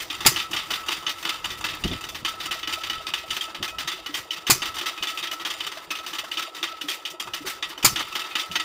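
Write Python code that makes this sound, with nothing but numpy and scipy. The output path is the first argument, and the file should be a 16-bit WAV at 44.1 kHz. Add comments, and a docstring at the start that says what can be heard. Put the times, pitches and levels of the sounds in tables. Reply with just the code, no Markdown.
"""A clack of valve gear and a short snort of air open the scene, over ringing flywheels, gear chatter and wind.
An old single-cylinder hit-and-miss engine idles on a wooden skid on a lawn; it fires three times with a hissing
bang and coasts between. Clacks, thuds and knocks are fading tones with rattling noise; the gears are random
ticks through iron resonances; breath, escaping gas and wind are coloured noise; the crank paces the coasting."""
import sys
import numpy as np
from scipy.fft import rfft, irfft, next_fast_len
from scipy.io import wavfile
from scipy.ndimage import map_coordinates

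SR = 44100
rng = np.random.default_rng(int(sys.argv[2]) if len(sys.argv) > 2 else 0)


def to_wav(s):
    """Save 16-bit WAV."""
    ch = np.atleast_2d(s).T  # columns
    pcm = np.round(np.clip(ch, -1, 1) * 32767)  # PCM
    wavfile.write(sys.argv[1], SR, pcm.astype(np.int16))


N = 381024

# Contacts of the valve gear: t/s, blow level/dB, low balance/dB, high balance/dB, rattle t60/s,
# loudest ring f/Hz, rim ring level/dB against the blow (before RIM_DB)
CLACKS = [(0.0014, -22, -16.5, -10, 0.4, 3280, -15), (0.1014, -13.5, -14, -13, 0.31, 3720, -12.5),
          (0.1474, -34, -11, -3, 0.28, 3520, -15), (0.2058, -18.5, -11, -12, 0.64, 3590, -7),
          (0.2502, -12.5, -8.5, -15, 0.26, 3320, -20), (0.2651, -9, -13, -7, 0.16, 3760, -22),
          (0.3615, -10.5, -11, -14.5, 0.2, 2980, -14), (0.387, -16.5, -17, -14, 0.28, 3050, -12),
          (0.401, -15.5, -21, -16, 0.13, 3030, -18), (0.5117, -27, -8, -3, 0.18, 2730, -15),
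          (0.533, -11.5, -10, -12, 0.3, 2880, -23), (0.564, -10, -25, -20, 0.26, 3100, -21),
          (0.669, -37, -9, -3, 0.28, 3380, -15), (0.7048, -12.5, -10.5, -13, 0.29, 2990, -13.5),
          (0.7374, -13, -22, -14, 0.19, 3555, -14), (0.862, -27, -7, -5, 0.25, 3650, -15),
          (0.8855, -10.5, -10.5, -14, 0.21, 2870, -20), (0.9188, -12.5, -17.5, -13.5, 0.25, 2560, -13),
          (0.9669, -22, -7, -12, 0.14, 3500, -18), (1.0259, -30, 2, -4, 0.11, 2980, -15),
          (1.066, -10, -14, -18.5, 0.21, 2970, -18.5), (1.094, -16, -25, -11, 0.21, 2940, -15),
          (1.184, -28.5, -26, -8, 0.27, 2960, -15), (1.2272, -21.5, -9, -8, 0.2, 2540, -15),
          (1.2513, -15, -10, -15, 0.45, 3020, -8), (1.2914, -13, -20, -13.5, 0.27, 3520, -13),
          (1.444, -14, -11.5, -11.5, 0.24, 2890, -18), (1.5037, -17.5, -16.5, -12.5, 0.26, 3470, -14),
          (1.609, -26.5, -6, -6, 0.15, 3650, -15), (1.642, -13, -11.5, -13, 0.26, 2680, -18),
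          (1.6867, -13.5, -19, -17, 0.28, 2840, -18), (1.7353, -24, -5, -13, 0.23, 2640, -15),
          (1.8387, -10, -12, -13.5, 0.11, 2860, -19), (1.8758, -20, -18, -12, 0.2, 3200, -15),
          (1.914, -18.5, -16.5, -16, 0.45, 3520, -10), (2.0098, -26, -9.5, -6, 0.12, 2590, -20),
          (2.0395, -22.5, -10, -11, 0.22, 3050, -24), (2.0887, -22, -13.5, -4.5, 0.17, 3480, -22),
          (2.147, -19, -14, -14, 0.23, 2730, -20), (2.2493, -10.5, -15, -15.5, 0.29, 3040, -11),
          (2.2854, -20, -22, -8, 0.18, 3320, -15), (2.4021, -18.5, -16, -15, 0.72, 3760, -21),
          (2.4573, -20, -11, -5, 0.11, 2890, -6), (2.5098, -13.5, -14, -12.5, 0.29, 3000, -14.5),
          (2.6307, -14, -16, -18, 0.13, 3000, -32), (2.6747, -15.5, -11.5, -12.5, 0.35, 3000, -12),
          (2.7257, -16.5, -22, -11, 0.38, 2880, -6), (2.8138, -29, -13, -23, 0.29, 3000, -15),
          (2.8356, -17.5, -15, -15, 0.41, 2960, -14), (2.8979, -12.5, -13.5, -14, 0.12, 2970, -7.5),
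          (2.9314, -19, -19, -17, 0.42, 3040, -12), (3.068, -16, -14, -14.5, 0.25, 2510, -14),
          (3.1375, -12, -14, -14, 0.16, 2890, -17), (3.18, -18.5, -22, -15, 0.25, 2580, -21),
          (3.2803, -28.5, -17, -10, 0.35, 3070, -15), (3.3051, -14, -19, -12, 0.29, 2930, -14),
          (3.366, -15.5, -14, -12, 0.13, 3050, -11), (3.4101, -15, -20, -10.5, 0.24, 3200, -24),
          (3.482, -29, -4, -13, 0.23, 2640, -15), (3.5466, -21.5, -12.5, -17, 0.26, 2900, -15),
          (3.6275, -10.5, -13.5, -13, 0.16, 3610, -14.5), (3.679, -19.5, -17, -8, 0.17, 2480, -11),
          (3.7849, -16.5, -14.5, -13, 0.3, 2900, -8), (3.8753, -11, -16, -13.5, 0.22, 3640, -23),
          (3.918, -22, -19, -15, 0.48, 3520, -20), (4.0616, -18, -14, -14, 0.29, 2940, -15),
          (4.1419, -13.5, -14.5, -9.5, 0.3, 3200, -20), (4.3077, -10, -26, -14.5, 0.21, 3030, -18),
          (4.363, -27.5, -11, -12.5, 0.52, 2630, -13), (4.468, -13, -16, -13, 0.35, 3000, -15),
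          (4.5032, -6.5, -8, -0.5, 0.13, 2440, -22), (4.62, -11, -11.5, -15, 0.21, 2870, -16.5),
          (4.656, -16, -13, -11.5, 0.19, 3110, -9), (4.7422, -23.5, -12, -6.5, 0.2, 3490, -8),
          (4.7667, -20.5, -9, -12, 0.25, 2900, -15), (4.785, -19.5, -14, -10, 0.16, 3010, -10),
          (4.812, -14, -11.5, -14, 0.15, 3600, -15), (4.859, -14, -16, -14, 0.31, 3260, -11),
          (4.9763, -21, -12, -16, 0.25, 2530, -23), (5.026, -13, -13.5, -13.5, 0.29, 2960, -17),
          (5.072, -14.5, -20, -11.5, 0.26, 3520, -6.5), (5.1747, -16.5, -15.5, -11.5, 0.28, 2520, -15),
          (5.228, -12.5, -19, -15.5, 0.16, 3590, -20), (5.2722, -19.5, -20, -16, 0.21, 3230, -17),
          (5.3137, -16, -14, -8.5, 0.17, 2930, -9.5), (5.398, -20, -11, -15, 0.17, 3700, -20),
          (5.4129, -29, -11, -30, 0.13, 3570, -15), (5.4504, -13, -12, -14, 0.19, 3270, -19),
          (5.502, -16.5, -16, -11, 0.41, 3290, -26), (5.5856, -32, -20, -15, 0.37, 3220, -15),
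          (5.604, -14, -17, -15, 0.35, 3000, -19), (5.667, -19.5, -12, -10, 0.14, 2970, -20),
          (5.7177, -22, -10.5, -12, 0.22, 2760, -17), (5.7714, -30, -6, -14, 0.42, 2630, -15),
          (5.9053, -13.5, -13, -13, 0.16, 2580, -9), (5.9533, -18, -19, -14, 0.19, 2830, -18),
          (5.9874, -23.5, -15, -13, 0.18, 3740, -19), (6.064, -18.5, -14.5, -11, 0.38, 2900, -21),
          (6.133, -18, -12, -12, 0.21, 3020, -13), (6.1849, -16.5, -17, -13, 0.18, 2930, -17),
          (6.2403, -29.5, -6, -11, 0.37, 2940, -15), (6.315, -15, -21, -14.5, 0.2, 2880, -15),
          (6.3723, -11.5, -14, -13, 0.17, 3020, -11.5), (6.4185, -19, -18, -13.5, 0.3, 3420, -20),
          (6.5478, -24.5, -13, -10, 0.33, 3760, -18), (6.5661, -21.5, -14, -13, 0.16, 3350, -19),
          (6.629, -9, -15.5, -16, 0.16, 3630, -23.5), (6.6749, -21.5, -18, -16.5, 0.45, 3300, -5),
          (6.813, -16.5, -17, -10.5, 0.17, 2900, -15), (6.8854, -11, -15, -12, 0.2, 3310, -22),
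          (6.915, -20, -23, -10, 0.3, 2440, -19), (7.0524, -15, -22, -14, 0.17, 2970, -19),
          (7.1023, -24, -25, -5, 0.12, 3100, -24), (7.199, -16, -15.5, -8, 0.22, 3300, -12.5),
          (7.2726, -28, 1, -11, 0.15, 2520, -17), (7.336, -15.5, -15.5, -11.5, 0.27, 2910, -16),
          (7.4533, -30, -2, -7, 0.17, 2410, -15), (7.4726, -17.5, -13, -10, 0.35, 3090, -11),
          (7.6262, -13, -16, -17, 0.17, 3770, -20), (7.7014, -24.5, -8, -17, 0.32, 3030, -17),
          (7.7773, -23, -6.5, -10.5, 0.17, 3020, -17), (7.828, -12.5, -13, -9.5, 0.18, 2500, -17),
          (7.8481, -9, -8, -23, 0.19, 2730, -15), (7.9598, -8.5, -12.5, -15, 0.16, 2860, -13),
          (7.992, -12.5, -19.5, -15.5, 0.24, 3100, -21), (8.085, -27.5, -22, -18, 0.48, 3650, -15),
          (8.1259, -22.5, -11.5, -4.5, 0.15, 2640, -11), (8.1536, -14.5, -12, -14, 0.21, 2990, -12),
          (8.1933, -15.5, -17, -13, 0.28, 3600, -15), (8.2474, -25.5, -9, -15, 0.47, 2640, -17),
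          (8.3095, -24.5, -15, -25, 0.36, 2540, -15), (8.3543, -11.5, -14.5, -15, 0.25, 2880, -13),
          (8.3956, -14, -21, -12, 0.2, 3570, -9.5), (8.514, -20, -17, -11, 0.36, 2960, -15),
          (8.556, -8.5, -15, -19, 0.15, 2980, -15), (8.5979, -11, -19, -13.5, 0.2, 3070, -18)]
# Ringing modes of the iron parts: f/Hz, level/dB, t60/s
IRON = [(870, -12, 0.027), (1187, -5, 0.034), (1448, -12.5, 0.078), (1701, -12.5, 0.075),
        (2100, -15, 0.022), (2376, -17.5, 0.13), (2440, -13, 0.11), (2640, -7.5, 0.063), (2840, -10, 0.023),
        (2880, -8, 0.035), (3034, -9.5, 0.043), (3257, -11, 0.1), (3220, -13.5, 0.022), (3520, -9.5, 0.081),
        (3680, -13.5, 0.022), (3760, -10, 0.057), (4380, -26, 0.17), (4656, -13, 0.054), (4856, -17, 0.028),
        (5840, -49, 0.051), (6820, -23, 0.018), (7370, -23.5, 0.014), (8640, -26.5, 0.011),
        (9800, -25.5, 0.026)]
# Ringing modes of the steel push rod: f/Hz, level/dB, t60/s
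ROD = [(1928, -5, 0.32), (2530, -7, 0.27), (2960, 1.5, 0.092), (2960, -17, 0.09), (3200, 2.5, 0.075),
       (3520, -6, 0.22), (3450, -12, 0.16), (5550, -5.5, 0.15), (6320, 0, 0.073)]
# Dense overtones of the casting, relative spectrum: f/Hz, level per Hz/dB
CASTING = [(290, -5.5), (500, -12.5), (1220, -2), (1290, 0), (1570, -6), (1980, -5), (2250, -11),
           (2960, -11), (3620, -7.5), (4180, -11.5), (6240, -13.5), (6610, -25), (7200, -21), (11100, -28),
           (15400, -19.5)]
# Rings against the blow in dB; the rod sings out as the engine slows
IRON_RING_DB, ROD_RING_DB, ROD_DB_PER_RPS = -10.5, -22, -1.5

# The crank in each coast: start t/s, t/s of a moment with the piston at the top, speed then/(turns/s)
COASTS = [(0, .059, 3.7), (.3, 2.556, 4.56), (4.55, 4.909, 4.86), (7.9, 8.241, 5.02)]
DRAG_RPS2 = .515  # speed lost each second, turns/s
REFERENCE_RPS = 4.6  # speed at which the speed-dependent levels hold, turns/s

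# Gear chatter: level in dB, growth in dB per turn/s
CHATTER_DB, CHATTER_DB_PER_RPS = -50, 3.5
# Air at the open valve: level in dB, growth in dB per turn/s, swing within a turn in dB, loudest point in turns
HISS_DB, HISS_DB_PER_RPS, HISS_SWING_DB, HISS_TURN = -58.5, 8.5, 6.5, 0.32
# Relative spectrum of the piston's breath: f/Hz, level per Hz/dB
BREATH = [(1200, -5), (2000, 7.5), (3000, 0.5), (4700, 0.5), (7000, -5), (9500, -6.5), (11000, -9),
          (13000, -7.5), (15400, -3.5)]
# Strokes that blow hard through the closing valve: middle t/s, level/dB, half-length to 1/e /s
SNORTS = [(.012, -35, .03), (4.19, -33.5, 0.037), (6.93, -34.5, 0.043), (7.49, -36, 0.039),
          (7.71, -38.5, 0.022), (.77, -43, 0.017)]

# Rim tones of the flywheels: f/Hz, level/dB before waver
FLYWHEELS = [(1282, -4.5), (1310, -1)]
# Spoke resonance, applied twice: f/Hz, width/Hz, level/dB for one pass
SPOKES = [(1310, 57, 0)]
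# Ring against the blow in dB, steady ring in dB, fade t60 in s, swell in s
RIM_DB, RIM_REST_DB, RIM_T60_S, RIM_RISE_S = -10.5, -57, 0.72, 0.018

# Skid resonances, applied twice: f/Hz, width/Hz, level/dB for one pass
SKID = [(311, 41, 1.5), (398, 94, -1)]
# The skid's bump: level in dB under a clack, middle pitch and random pitch spread in Hz
BUMP_DB, BUMP_HZ, BUMP_SPREAD_HZ = -9, 330.2, 23
# The engine shakes its skid four times a turn: point/turns, level/dB
SHAKES = [(.04, -45.5), (.3, -42), (0.549, -35.5), (0.791, -39)]
# Port resonances, applied twice: f/Hz, width/Hz, level/dB for one pass
PORT = [(656, 186, 0), (977, 210, 2)]
# The puff is strongest at a middle speed: level in dB, that speed and its spread in turns/s
PUFF_DB, PUFF_RPS, PUFF_WIDE_RPS = -29.5, 4.34, .45

# Wind buffeting: t/s, level/dB before random swells
WIND = [(0.0, -54), (0.38, -49.5), (1.03, -59), (1.92, -46), (2.21, -55), (3.13, -52.5), (3.37, -65),
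        (3.7, -51), (4.43, -65.5), (4.69, -52), (5.05, -69), (5.39, -64), (7.22, -73), (7.39, -65),
        (7.77, -67), (7.92, -54), (8.3, -72), (8.64, -56)]
# Relative spectrum of the buffeting: f/Hz, level per Hz/dB
RUMBLE = [(12, -39), (20, -7), (70, 4), (172, -5), (286, -10), (325, -10), (492, -12.5), (600, -21.5),
          (780, -40), (1320, -120)]
# Gusts on the microphone: middle t/s, level/dB, half-length to 1/e /s
GUSTS = [(.3, -44, .07), (.53, -44, 0.025), (.87, -51, 0.015), (.98, -49, 0.025), (1.51, -45, 0.038),
         (1.6, -44, 0.014), (1.86, -26, 0.019), (1.93, -32, 0.034), (2.23, -43, 0.022), (2.95, -49, 0.054),
         (3.31, -46, 0.026), (3.61, -40, 0.024), (3.87, -46, 0.025), (4.2, -52, 0.033), (4.57, -44, .04),
         (5.01, -52, .02), (7.28, -54, 0.061), (7.44, -52, .06), (7.92, -41, 0.045), (8.02, -53, .02),
         (8.51, -41, 0.02)]
# Relative spectrum of the gusts: f/Hz, level per Hz/dB
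FLUTTER = [(12, -35), (20, -4), (123, -1.5), (165, -1.5), (462, -13), (483, -17), (700, -17), (910, -46),
           (1540, -120)]
# Relative spectrum of the distant outdoor hush: f/Hz, level per Hz/dB
AIR = [(20, -40), (100, -24), (250, -13), (500, 14), (1200, -1), (3000, -12), (7000, -27), (11000, -35),
       (15400, -28)]

# The skid rocks once a turn: level in dB, pitch in Hz, point in turns
ROCK_DB, ROCK_HZ, ROCK_TURN = -43, 165, .46

# Firings: t/s, relative jet level/dB, thud level/dB, skid kick level/dB
FIRINGS = [(0.2588, 0, -9, -19), (4.4967, -0.5, -10, -19.5), (7.8433, 0, -12.5, -20.5)]
# Relative spectrum of the escaping gas: f/Hz, level per Hz/dB
BLAST = [(290, -55), (500, -17), (1130, -3.5), (1290, -1), (1670, -15), (2070, 0), (2880, -7), (3670, -7.5),
         (4890, 3), (5720, -14.5), (6900, 2), (8550, -7.5), (9590, -4), (11100, -8.5), (15400, -5.5)]
# Exhaust pot walls: f/Hz, width/Hz, relative level/dB
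POT_WALLS = [(1300, 21, -8), (2170, 18, -6), (2280, 23, -8), (3200, 27, -1), (3760, 28, -8), (4100, 40, 0),
             (4870, 70, 8), (5460, 29, 13), (6100, 40, 13), (7160, 23, -14), (7400, 40, -23)]
# Tones of the exhaust pot under the thud: f/Hz, relative level/dB, t60/s
POT_TONES = [(267, 7, 0.012), (369, -17.5, 0.11), (835, -5, 0.043)]

# Hollow knocks and pops: t/s, level/dB, f/Hz, t60/s
KNOCKS = [(0.316, -25.5, 360, 0.11), (1.338, -44, 643, 0.07), (1.92, -22.5, 278, 0.065),
          (3.604, -32, 330, 0.08), (4.091, -28, 295, 0.14), (4.554, -30, 372, 0.1), (6.611, -38, 337, 0.15),
          (6.838, -28.5, 294, 0.21), (6.885, -30.5, 375, 0.087), (7.138, -36, 650, 0.1),
          (7.404, -32, 291, 0.17), (7.445, -26.5, 378, 0.13)]

TOP_HZ = 15450  # upper band limit


def amp(db):
    """Gain of a level in dB."""
    return 10 ** (np.asarray(db) / 20)


def unit(x):
    """x at rms 1."""
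    return x / np.sqrt(np.mean(x ** 2) + 1e-20)


def wobble(rate):
    """A smooth random curve, rate knots a second."""
    knots = rng.standard_normal(int(N * rate / SR) + 4)
    return map_coordinates(knots, [np.arange(N) * rate / SR])


def filtered(x, response):
    """x shaped by a complex response of frequency, padded so that tails do not wrap."""
    size = next_fast_len(x.shape[-1] + 8192)
    spectrum = rfft(x, size) * response(np.fft.rfftfreq(size, 1 / SR))
    return irfft(spectrum, size)[..., :x.shape[-1]]


def colour(points):
    """Response through (f/Hz, level/dB) points on a log frequency axis."""
    f, db = np.transpose(points)
    return lambda hz: amp(np.interp(np.log(hz + 1), np.log(f + 1), db))


def resonant(peaks):
    """Causal response of (f/Hz, width/Hz, level/dB) resonances with alternating polarity."""
    return lambda f: sum((-1) ** k * amp(db) * 1j * f * width / (hz * hz - f * f + 1j * f * width)
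                         for k, (hz, width, db) in enumerate(peaks))


def twice_resonant(peaks):
    """The resonances applied twice, for narrower peaks with steeper skirts."""
    return lambda f: resonant(peaks)(f) ** 2


def iron(f):
    """The iron parts as a bank of resonances, each as wide as its fade demands."""
    return resonant([(hz, np.log(1000) / np.pi / t60, db) for hz, db, t60 in IRON])(f)


def noise(response, shape=N):
    """Coloured noise of rms 1."""
    return unit(filtered(rng.standard_normal(shape), response))


def damped(hz, t60, t, attack):
    """A fading tone with a soft start."""
    return amp(-60 * t / t60) * (1 - np.exp(-t / attack)) * np.sin(2 * np.pi * hz * t)


def swells(rows):
    """Sum of bell-shaped envelopes of (middle t/s, level/dB, half-length/s) rows."""
    t = np.arange(N) / SR
    return sum(amp(db) * np.exp(-((t - s) / length) ** 2) for s, db, length in rows)


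def add(out, s, x):
    """Mix x in at time s."""
    i = max(round(s * SR), 0)
    out[i:i + len(x)] += x[:len(out) - i]


def crank():
    """Angle in turns and speed in turns/s: each firing kicks the flywheels, drag slows them."""
    t = np.arange(N) / SR
    start, top, top_rps = np.transpose(COASTS)
    coast = np.searchsorted(start, t, side="right") - 1
    since = t - top[coast]
    angle = top_rps[coast] * since - DRAG_RPS2 * since ** 2 / 2
    return angle, top_rps[coast] - DRAG_RPS2 * since


def once_a_turn(turn):
    """Times and speeds at which the crank passes a point of its turn."""
    angle, rps = crank()
    i = np.flatnonzero(np.diff(np.floor(angle - turn)) == 1)
    return i / SR, rps[i]


def loose_rattle(shape, t):
    """Loose parts: lumpy noise in the casting's colour plus sparse rebounds ringing the iron."""
    grit = rng.standard_normal(shape)
    rebounds = grit * (rng.random(shape) < 300 / SR)  # about 300 a second
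    knots = rng.standard_normal((shape[0], 40))
    places = np.indices(shape) * [[[1]], [[80 / SR]]]  # 80 knots a second
    lumps = amp(3.6 * map_coordinates(knots, places, order=1))
    return unit(filtered(grit * lumps, colour(CASTING))) + amp(-1.5) * unit(filtered(rebounds, iron))


def clacks():
    """Each contact rings iron and push rod at new strengths and leaves the loose parts rattling."""
    out, t = np.zeros(N), np.arange(SR // 4) / SR
    hz, level_db, t60 = np.transpose(IRON + ROD)
    on_rod = np.arange(len(hz)) >= len(IRON)
    modes = amp(-60 * t / t60[:, None]) * np.exp(2j * np.pi * hz[:, None] * t)
    rps = crank()[1]
    draws = rng.standard_normal((len(CLACKS), 2, len(hz)))
    rattle = loose_rattle((len(CLACKS), len(t)), t)
    # the blow itself stands above the ring
    rise = (1 - np.exp(-t / 0.0013)) * (1 + 0.43 * amp(-60 * t / 0.011))
    for row, (scatter, phase), loose in zip(CLACKS, draws, rattle):
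        s, db, low_db, high_db, rattle_t60, near_hz, _ = row
        # where the blow lands sets the balance of lows and highs
        tilt = colour([(1300, low_db + 6.5), (2200, 0), (4200, 0), (6000, high_db + 12.5)])
        rod_db = ROD_RING_DB + ROD_DB_PER_RPS * (rps[round(s * SR)] - REFERENCE_RPS)
        sizes = np.where(on_rod, amp(rod_db), amp(IRON_RING_DB) * tilt(hz)) * amp(level_db)
        # the part that is struck rings loudest
        sizes = sizes * amp(12.7 * np.exp(-((hz - near_hz) / 90) ** 2))
        varied = sizes * amp(2.9 * scatter)
        varied *= np.linalg.norm(sizes) / np.linalg.norm(varied)  # scatter keeps the total strength
        ring = ((varied * np.exp(2j * phase)) @ modes).imag
        shake = filtered(loose * amp(-60 * t / max(rattle_t60, .03)), tilt)
        add(out, s - .001, amp(db) * rise * (ring + amp(-11.5) * shake))
    return out


def gear_chatter():
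    """Gear teeth tick at random into the iron and stir the casting, louder at speed."""
    rps = crank()[1]
    level_db = CHATTER_DB + CHATTER_DB_PER_RPS * (rps - REFERENCE_RPS)
    ticks = (rng.random(N) < 300 / SR) * np.tanh(rng.standard_normal(N))  # about 300 a second
    teeth = ticks * amp(3 * wobble(40))
    casting = amp(7.4 * wobble(45)) * noise(colour(CASTING))
    return amp(level_db) * (unit(filtered(teeth, iron)) + amp(-7.0) * casting)


def piston_breath():
    """The piston pumps air through the open exhaust valve: hiss that swings each turn, with hard snorts."""
    angle, rps = crank()
    swing_db = HISS_SWING_DB * np.cos(2 * np.pi * (angle - HISS_TURN))
    level_db = HISS_DB + HISS_DB_PER_RPS * (rps - REFERENCE_RPS) + swing_db
    hiss = amp(4.6 * wobble(60)) * noise(colour(BREATH))
    return (amp(level_db) + swells(SNORTS)) * hiss


def flywheel_ring():
    """Wavering rim tones and spoke noise ring steadily, and every clack feeds them energy that fades."""
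    t = np.arange(N) / SR
    rims = sum(amp(db + 2 * wobble(16)) * np.sin(2 * np.pi * hz * t + 1.4 * wobble(20))
               for hz, db in FLYWHEELS)
    rims += amp(-4.5) * noise(twice_resonant(SPOKES))
    energy, fade = np.full(N, amp(RIM_REST_DB) ** 2), t[:SR // 2]
    swell = 1 - np.exp(-fade / RIM_RISE_S)
    for s, db, *_, rim_db in CLACKS:
        level = amp(db + rim_db + RIM_DB - 60 * fade / RIM_T60_S)
        add(energy, s, (level * swell) ** 2)
    return np.sqrt(energy) * rims


def skid():
    """The wooden skid murmurs, and drums in short low tones under the clacks and the shaking engine."""
    out, t = amp(-54.0) * noise(twice_resonant(SKID)), np.arange(SR // 4) / SR
    for s, db, low_db, *_ in CLACKS:
        size, pitch = rng.standard_normal(2)
        bump = damped(BUMP_HZ + BUMP_SPREAD_HZ * pitch, 0.12, t, 0.002)
        add(out, s, amp(db + low_db + BUMP_DB + 2.5 * size) * bump)
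    for turn, db in SHAKES:
        for s in once_a_turn(turn)[0]:
            size, pitch = rng.standard_normal(2)
            bump = damped(BUMP_HZ + BUMP_SPREAD_HZ * pitch, 0.084, t, 0.007)
            add(out, s, amp(db + 4.7 * size) * bump)
    return out


def port():
    """The port resonates steadily and puffs once a turn in two fading tones."""
    out, t = amp(-55) * noise(twice_resonant(PORT)), np.arange(SR // 4) / SR
    puff = damped(653.0, 0.053, t, 0.0034) + amp(-8.5) * damped(767, 0.1, t, 0.0071)
    for s, rps in zip(*once_a_turn(0)):
        strength = np.exp(-((rps - PUFF_RPS) / PUFF_WIDE_RPS) ** 2 / 2)
        add(out, s - .003, amp(PUFF_DB + 1.6 * rng.standard_normal()) * strength * puff)
    return out


def wind():
    """Lumpy buffeting at the microphone, brighter flutter in the gusts, and a faint hush."""
    s, db = np.transpose(WIND)
    buffet_db = np.interp(np.arange(N) / SR, s, db)
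    buffet = amp(buffet_db + 1.8 * wobble(7)) * unit(amp(2 * wobble(40)) * noise(colour(RUMBLE)))
    gusts = swells(GUSTS) * unit(amp(2.8 * wobble(70)) * noise(colour(FLUTTER)))
    return buffet + gusts + amp(-56) * noise(colour(AIR))


def rocking():
    """A soft low thump of the skid on the turf, once a turn."""
    out, t = np.zeros(N), np.arange(SR // 4) / SR
    for s in once_a_turn(ROCK_TURN)[0]:
        add(out, s, amp(ROCK_DB + 2.3 * rng.standard_normal()) * damped(ROCK_HZ, 0.066, t, 0.0062))
    return out


def firings():
    """The exhaust valve opens on hot gas: a thud in the pot, a spitting jet, then the skid kicks back."""
    out, t = np.zeros(N), np.arange(SR // 4) / SR
    for s, db, thud_db, kick_db in FIRINGS:
        # a short burst over a longer tail
        jet = (1 - np.exp(-t / 0.00084)) * (np.exp(-(t / 0.021) ** 2) + amp(-6.5 - 60 * t / 0.25))
        # turbulent bursts, each 32 samples long
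        spit = amp(2.4 * rng.standard_normal(len(t) // 32 + 1)).repeat(32)[:len(t)]
        add(out, s + .003, amp(db - 12) * jet * spit * noise(colour(BLAST), len(t)))
        walls = (1 - np.exp(-t / 0.0052)) * noise(resonant(POT_WALLS), len(t))
        add(out, s + .003, amp(db - 23.0 - 60 * t / 0.28) * walls)
        thud = sum(amp(tone_db) * damped(hz, t60, t, 0.0017) for hz, tone_db, t60 in POT_TONES)
        add(out, s, -amp(thud_db) * thud)
        add(out, s + 0.0199, -amp(kick_db) * damped(127.0, 0.085, t, 0.0022))
    return out


def knocks():
    """Something hollow knocks and pops: single fading tones."""
    out, t = np.zeros(N), np.arange(SR // 4) / SR
    for s, db, hz, t60 in KNOCKS:
        add(out, s, amp(db) * damped(hz, t60, t, 0.0022))
    return out


def scene():
    """All sources at one microphone; the small moving parts radiate no deep bass."""
    parts = clacks() + gear_chatter() + piston_breath() + flywheel_ring() + skid() + port() + knocks()
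    parts = filtered(parts, lambda hz: (1j * hz / (170 + 1j * hz)) ** 3)  # three low cuts at 170 Hz
    return (parts + wind() + rocking() + firings())[None]


def record(dry):
    """The converter clips with a rounded knee at full scale, then a steep filter ends the band at TOP_HZ."""
    clipped = dry / (1 + np.abs(dry) ** 12) ** (1 / 12)
    return filtered(clipped, lambda hz: 1 / (1 + (hz / TOP_HZ) ** 120))


dry = scene()
out = record(dry)
to_wav(out)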